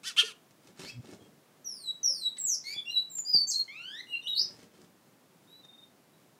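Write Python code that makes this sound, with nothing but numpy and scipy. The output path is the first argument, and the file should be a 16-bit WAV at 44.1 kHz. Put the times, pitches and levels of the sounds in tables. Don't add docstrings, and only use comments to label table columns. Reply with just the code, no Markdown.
import sys
import numpy as np
from scipy import signal
from scipy.fft import rfft, irfft, next_fast_len
from scipy.io import wavfile
from scipy.ndimage import uniform_filter1d

SR = 44100
rng = np.random.default_rng(int(sys.argv[2]) if len(sys.argv) > 2 else 0)


def to_wav(s):
    ch = np.atleast_2d(s).T
    pcm = np.round(np.clip(ch, -1, 1) * 32767)
    wavfile.write(sys.argv[1], SR, pcm.astype(np.int16))


N = 281799


def gain_of(db):
    return 10 ** (np.asarray(db) / 20)


def evened(x):
    return x / np.sqrt(np.mean(x ** 2) + 1e-20)


def read(points, hz):
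    table_hz, value = np.transpose(points)
    return np.interp(np.log(hz + 1), np.log(table_hz + 1), value)


def add(mix, start, sound):
    part = mix[max(round(start * SR), 0):][:len(sound)]
    part += sound[:len(part)]


def coloured(x, spectrum):
    size = next_fast_len(len(x))
    hz = abs(np.fft.fftfreq(size, 1 / SR))
    log_gain = np.log(gain_of(read(spectrum, hz)))
    response = np.exp(signal.hilbert(log_gain).conj())[:size // 2 + 1]
    return evened(irfft(rfft(x, size) * response, size)[:len(x)])


def waver(t, rate_hz):
    rates = rate_hz * np.geomspace(1 / 10, 1, num=16)
    turns = rates[:, None] * t + rng.random((len(rates), 1))
    return evened(np.sin(2 * np.pi * turns).sum(0))


def swell(t, rise_s, depth_db):
    return -depth_db * np.maximum(1 - t / rise_s, 0)


def note(hz, db, jitter, flutter_db, rate_hz, fade=0.002):
    t = np.arange(len(hz)) / SR
    pitch = hz * (1 + jitter * waver(t, rate_hz))
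    phase = 2 * np.pi * np.cumsum(pitch) / SR
    to_nearest_end = np.minimum(t, t[-1] - t)
    gate = np.sin(np.pi / 2 * np.clip(to_nearest_end / fade, 0, 1)) ** 2
    return pitch, phase, gate * gain_of(db + flutter_db * waver(t, rate_hz))


# (frequency [Hz], level [dB])
HUSH_SPECTRUM = [(15, -63.5), (25, -34.5), (69, -32.5), (89, -12.5), (156, 0), (389, -4), (433, -7.5),
                 (482, -6.5), (2700, -19), (15500, -25.5)]
HUSH_DB = -63


def hush(drift_db=-0.46):
    level_db = HUSH_DB + drift_db * waver(np.arange(N) / SR, 5)
    return gain_of(level_db) * coloured(rng.standard_normal(N), HUSH_SPECTRUM)


# (frequency [Hz], t60 [s])
TAIL_DECAY = [(300, 0.54), (2000, 0.3), (4500, 0.23), (8000, 0.26), (15000, 0.066)]
# (delay [s], gain [x direct sound])
NEAR_REFLECTIONS = [(.0023, 0.43), (.0051, 0.16), (.0087, .17)]


def aviary(x, wet_db, shade_hz):
    hz, t, bins = signal.stft(rng.standard_normal(SR // 2), SR, nperseg=256)
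    decay = gain_of(-60 * t / read(TAIL_DECAY, hz)[:, None])
    tail = signal.istft(bins * decay, SR, nperseg=256)[1]
    response = np.zeros(SR)
    for delay, gain in [(0.000026, 1)] + NEAR_REFLECTIONS:
        add(response, delay, np.array([gain]))
    leaves = signal.butter(2, min(shade_hz, SR / 2 - 1), fs=SR)
    response = signal.lfilter(*leaves, response)
    add(response, NEAR_REFLECTIONS[0][0], gain_of(wet_db) * tail / np.linalg.norm(tail))
    return signal.fftconvolve(x, response)[:N]


def draught(s=1.0, rise=0.032, fall=0.0071, level_db=-41, hz=124, second=0.33):
    out, t = np.zeros(N), np.arange(-SR // 10, SR // 10) / SR
    phase = 2 * np.pi * np.cumsum(hz * (1 + .07 * waver(t, 60))) / SR
    bulge = np.exp(-(t / np.where(t < 0, rise, fall)) ** 2 / 2)
    buffeting = evened(np.sin(phase) + second * np.sin(2 * phase))
    add(out, s + t[0], gain_of(level_db) * bulge * buffeting)
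    return out


# (time [s], dull thud level [dB], sharp click level [dB])
BUMPS_AND_TICKS = [(0.508, -56, -61), (.672, -70, -53), (0.794, -43, -46), (2.763, -45.5, -60),
                   (3.182, -60.5, -49.5), (3.349, -32, -51), (5.648, -56, -60.5)]
# (time [s], pitch [Hz], level [dB], t60 [s])
PERCH_RINGS = [(0.231, 437, -30, 0.063), (2.093, 546, -44, 0.11)]
# (frequency [Hz], level [dB])
THUD_SPECTRUM = [(40, -32.5), (150, 2), (300, -2), (500, -15), (850, -10), (1100, -39.5), (4000, -69.5)]


def knocks(click_t60=0.046, ring_rise=0.008):
    out, t = np.zeros(N), np.arange(SR // 5) / SR
    thud = coloured(signal.unit_impulse(len(t)), THUD_SPECTRUM)
    for s, thud_db, click_db in BUMPS_AND_TICKS:
        add(out, s, gain_of(thud_db) * thud / abs(thud).max())
        scratch = coloured(rng.standard_normal(len(t)), FEATHER_SPECTRUM)
        add(out, s, scratch * gain_of(click_db - 60 * t / click_t60))
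    for s, hz, db, t60 in PERCH_RINGS:
        ring = gain_of(db - 60 * t / t60) * (1 - np.exp(-t / ring_rise))
        add(out, s, ring * np.sin(2 * np.pi * hz * t))
    return out


# (start [s], beat count, air push level [dB], feather rustle level [dB])
WING_FLURRIES = [(0.651, 2, -58, -66.5), (0.8, 2, -47.5, -52), (1.046, 3, -47.5, -63),
                 (1.222, 2, -54, -71.5), (4.415, 6, -56, -64.5), (4.747, 3, -58.5, -67.5)]
# (frequency [Hz], level [dB])
PUSH_SPECTRUM = [(40, -52), (110, -1.5), (220, 4), (550, -5), (1000, -18), (8000, -45)]
# (frequency [Hz], level [dB])
FEATHER_SPECTRUM = [(200, -16.5), (900, 2.5), (2500, 4), (5500, 4), (8500, -1.5), (15500, -20.5)]
BEAT_PERIOD_S, BEAT_SPREAD_DB = 0.044, 0.8


def wings(push_time=0.0066, rustle_time=0.016, grain_db=5.5):
    t = np.arange(-SR // 10, SR // 10) / SR
    push, rustle = np.zeros((2, N))
    for start, count, push_db, rustle_db in WING_FLURRIES:
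        efforts_db = BEAT_SPREAD_DB * rng.standard_normal(round(count))
        for k, effort_db in enumerate(efforts_db):
            s = start + k * BEAT_PERIOD_S + t[0]
            add(push, s, gain_of(push_db + effort_db) * np.exp(-(t / push_time) ** 2 / 2))
            add(rustle, s, gain_of(rustle_db + effort_db) * np.exp(-(t / rustle_time) ** 2 / 2))
    roughness = evened(uniform_filter1d(rng.standard_normal(N), size=60))
    grain = evened(gain_of(grain_db * roughness))
    puffs = push * coloured(rng.standard_normal(N), PUSH_SPECTRUM)
    return puffs + rustle * grain * coloured(rng.standard_normal(N), FEATHER_SPECTRUM)


# (start [s], count, pitch [Hz], level [dB])
SOFT_PEEPS = [(.886, 1, 2603, -49), (.89, 1, 3280, -54), (1.197, 1, 3270, -60.5), (4.212, 1, 3690, -53),
              (5.627, 5, 3670, -55), (6.125, 1, 3890, -73)]
PEEP_PERIOD_S, PEEP_LENGTH_S = .047, 0.033


def peeps():
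    out, t = np.zeros(N), np.arange(0, PEEP_LENGTH_S, 1 / SR)
    arch = np.sin(np.pi * t / PEEP_LENGTH_S) ** 2
    for s, count, hz, db in SOFT_PEEPS:
        for k in range(round(count)):
            _, phase, loud = note(np.full(len(arch), hz), db, jitter=.006, flutter_db=.8, rate_hz=220)
            add(out, s + k * PEEP_PERIOD_S, np.sqrt(2) * arch * loud * np.sin(phase))
    return out


# (start [s], length [s], first pitch [Hz], last pitch [Hz], peak level before the
# common trim [dB], swell time [s], swell depth [dB], hoarseness [0-1], overtone slope [dB per octave])
NASAL_NOTES = [(0.795, .11, 1690, 2668, -46, 0.091, 16, 0.77, 6.5),
               (2.365, 0.014, 1852, 2210, -48.5, .006, 8, 0.73, 4),
               (2.639, .107, 2070, 2422, -40, 0.05, 9, 0.22, 5.5),
               (3.679, .335, 1031, 2096, -44, 0.38, 4.5, 0, -2.5)]
# (frequency [Hz], level [dB])
NASAL_THROAT = [(1000, -18), (2300, 8), (4500, 2), (15000, -21.5)]
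NASAL_PARTIALS = [-6, -1.5, -9, -14, -14.5, -12]
WHINE_LULL = .045


def whines(level_db=-1, scatter=0.58, scatter_hz=900, steady_jitter=0.005, hoarse_jitter=0.023):
    out, k = np.zeros(N), np.arange(len(NASAL_PARTIALS))[:, None] + 1
    for s, length, first_hz, last_hz, db, rise, depth_db, hoarse, slope_db in NASAL_NOTES:
        t = np.arange(0, length, 1 / SR)
        climb = t / length + WHINE_LULL * np.sin(2 * np.pi * t / length)
        pitch, phase, loud = note(first_hz * (last_hz / first_hz) ** climb, db + swell(t, rise, depth_db),
                                  jitter=steady_jitter + hoarse_jitter * hoarse, flutter_db=1.0, rate_hz=340)
        phase = phase + scatter * hoarse * waver(t, scatter_hz)
        throat_db = read(NASAL_THROAT, k * pitch)
        heights = gain_of(np.c_[NASAL_PARTIALS] + slope_db * np.log2(k) + throat_db)
        buzz = (heights * np.sin(k * phase)).sum(0) / np.linalg.norm(heights, axis=0)
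        add(out, s, np.sqrt(2) * loud * buzz)
    return gain_of(level_db) * out


# (start [s], length [s], top pitch [Hz], upper voice's lead [Hz], upper voice's strength [0-1],
# level [dB], swell [dB], beak resonance [dB])
RASP_NOTES = [(0.03, 0.097, 1548, 382, 0.45, -35.5, 15, -2),
              (0.162, 0.069, 1439, 360.3, 0.39, -19.5, 15.5, 16.5),
              (0.196, .132, 1451, 383.7, 0.53, -42, 9, 1.5)]
# (frequency [Hz], level [dB])
RASP_THROAT_SPECTRUM = [(60, -79.5), (1100, -22), (1600, -20), (2400, -10), (4000, -3), (6000, 4),
                        (7200, 2.5), (10000, 1), (15500, -21)]


def rasps(arch=.37, air=0.19, beak_hz=3200, beak_width_hz=650):
    out, grid_hz = np.zeros(N), np.geomspace(50, SR / 2, num=120)
    for s, length, hz, lead_hz, strength, db, swell_db, beak_db in RASP_NOTES:
        t = np.arange(0, length, 1 / SR)
        u = 2 * t / length - 1
        bend = (1 - arch * u ** 2) * (1 + .006 * waver(t, 700))
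        low, high = (2 * np.pi * np.cumsum(f * bend) / SR for f in (hz, hz + lead_hz))
        slip = .2 * waver(t, 1300)
        flow = np.exp(1.8 * (np.cos(low + slip) + strength * np.cos(high + slip)))
        flow += air * np.sqrt(flow * flow.mean()) * rng.standard_normal(SR)[:len(t)]
        beak = beak_db / (1 + ((grid_hz - beak_hz) / beak_width_hz) ** 2)
        throat = read(RASP_THROAT_SPECTRUM, grid_hz) + beak
        envelope = gain_of(db - swell_db * abs(u) ** 1.1) * signal.windows.tukey(len(t), .1)
        add(out, s, envelope * coloured(flow, np.c_[grid_hz, throat]))
    return out


SLUR_TOP_HZ, SLUR_LOW_HZ, SLUR_LANDING_SHARE = 5690, 3886, 0.96
SLUR_OVERSHOOT_HZ, SLUR_ATTACK_S, SLUR_ATTACK_DB = 645, .011, 14.5
SLUR_DIP_DB, SLUR_DIP_SHARE, SLUR_DIP_IN, SLUR_DIP_OUT = 21, 0.6, 0.33, 0.24


def slur(s, length, open_db, close_db, octave_db):
    t = np.arange(0, length, 1 / SR)
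    u, onset = t / length, np.exp(-t / SLUR_ATTACK_S)
    height = np.cos(np.pi / 2 * np.minimum(u / SLUR_LANDING_SHARE, 1)) ** 2
    hz = SLUR_LOW_HZ + (SLUR_TOP_HZ - SLUR_LOW_HZ) * height + SLUR_OVERSHOOT_HZ * onset
    dip_width = np.where(u < SLUR_DIP_SHARE, SLUR_DIP_IN, SLUR_DIP_OUT)
    dip = np.exp(-((u - SLUR_DIP_SHARE) / dip_width) ** 2)
    db = open_db + (close_db - open_db) * u - SLUR_DIP_DB * dip - SLUR_ATTACK_DB * onset
    return s, hz, db, octave_db


FADE_DB_PER_S = 165
WARBLE_HZ, WARBLE_SETTLE_S = 13, .05
PLUNGE_SHARE, PLUNGE_S = 0.29, 0.005


def chirp(s, length, first_hz, second_hz, hold, glide, off_hz, db, rise, depth_db, octave_db):
    t, leap_hz = np.arange(0, length, 1 / SR), second_hz - first_hz
    hz = first_hz + leap_hz * np.sin(np.pi / 2 * np.clip((t - hold) / glide, 0, 1))
    warble = off_hz * np.exp(-t / WARBLE_SETTLE_S) * np.cos(2 * np.pi * WARBLE_HZ * t)
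    cut_short = hold + glide > length
    plunge = PLUNGE_SHARE * min(leap_hz, 0) * cut_short * np.exp((t - length) / PLUNGE_S)
    level_db = db + swell(t, rise, depth_db) - FADE_DB_PER_S * np.maximum(t - rise, 0)
    return s, hz + warble + plunge, level_db, octave_db


# (start [s], length [s], opening level [dB], closing level [dB], octave overtone level [dB])
FALLING_SLURS = [(1.644, .268, -38.5, -34.5, -54), (2.03, .254, -22.5, -31, -51)]
# (start [s], length [s], first pitch [Hz], second pitch [Hz], hold [s], glide [s], starts off pitch by [Hz],
# peak level [dB], swell time [s], swell depth [dB], octave overtone level [dB])
GLIDING_CHIRPS = [ (2.382, 0.17, 7650, 5196, 0.067, 0.13, 317, -29, 0.13, 12.5, -48),
                  (2.74, 0.068, 3370, 3445, 0.0045, 0.023, -7, -37, 0.043, 22, -75),
                  (2.853, 0.071, 2740, 2890, 0.0088, .09, 2, -39.5, 0.03, 21.5, -55.5),
                  (2.898, .125, 4042, 3939, 0.028, 0.03, -130, -29.5, 0.075, 20.5, -66),
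                  (3.098, 0.11, 7430, 7000, 0.057, 0.062, 218.5, -35, 0.09, 18.5, -53.5),
                  (3.249, 0.0885, 4790, 4944, .015, 0.031, -3, -27.5, 0.054, 23.5, -65),
                  (3.332, .09, 4914, 4540, 0.0015, .045, 0.5, -20, 0.02, 11, -57),
                  (3.469, 0.051, 6200, 6500, 0.0087, .03, -3, -37, 0.017, 15, -78),
                  (3.47, .088, 7540, 4220, 0.025, 0.032, -480, -32, 0.031, 12.5, -49.5),
                  (3.553, 0.051, 4310, 4266, 0.0074, 0.021, 10, -28, 0.0075, 16, -62),
                  (4.069, 0.087, 2880, 2765, .05, 0.032, -2, -33.5, 0.084, 24, -75),
                  (4.084, .092, 3860, 4100, 0.0054, 0.078, -2, -52.5, 0.095, 11.5, -71),
                  (4.225, 0.06, 2908, 3943, 0.045, 0.012, 4, -35, 0.042, 18, -62.5),
                  (4.275, 0.059, 3868, 3765, 0.01, 0.0564, -5, -30, 0.021, 32, -71),
                  (4.351, 0.07, 3770, 5240, 0.0087, 0.073, 3, -26.5, 0.054, 10, -66),
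                  (4.345, 0.093, 4360, 6000, 0.017, 0.09, 2, -37.5, 0.045, 11, -59.5),
                  (5.473, .14, 3690, 3953, .003, 0.088, 2, -57.5, 0.11, 10, -83)]


def whistles(third_db=-40, follow=0.082, bright_hz=4000):
    pure, overtones = np.zeros((2, N))
    song = [slur(*row) for row in FALLING_SLURS] + [chirp(*row) for row in GLIDING_CHIRPS]
    for s, hz, db, octave_db in song:
        pitch, phase, loud = note(hz, db, jitter=.003, flutter_db=.8, rate_hz=220)
        source = evened(loud) ** follow * signal.windows.tukey(len(loud), .1)
        third = gain_of(third_db) * np.sqrt(loud.mean()) * np.minimum(pitch / bright_hz, 1) ** 2
        heights = [gain_of(octave_db), third]
        stack = sum(height * np.sin(k * phase) * (k * pitch < SR / 2) for k, height in enumerate(heights, 2))
        add(pure, s, np.sqrt(2) * loud * np.sin(phase))
        add(overtones, s, np.sqrt(2) * source * stack)
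    return pure, overtones


def scene():
    pure, overtones = whistles()
    song = aviary(pure, wet_db=-2.0, shade_hz=14870) + aviary(whines(), wet_db=-3.5, shade_hz=14000)
    shimmer = aviary(overtones, wet_db=-3.0, shade_hz=7923)
    flutter = aviary(wings() + peeps(), wet_db=-4.5, shade_hz=14870)
    near = aviary(rasps() + knocks(), wet_db=-13, shade_hz=15000)
    return (song + shimmer + flutter + near + draught() + hush())[None]


EDGE_HZ = 15800


def record(dry):
    low_pass = signal.firwin(511, EDGE_HZ, window=("kaiser", 9), fs=SR)
    return signal.oaconvolve(dry, low_pass[None], "same")


dry = scene()
out = record(dry)
to_wav(out)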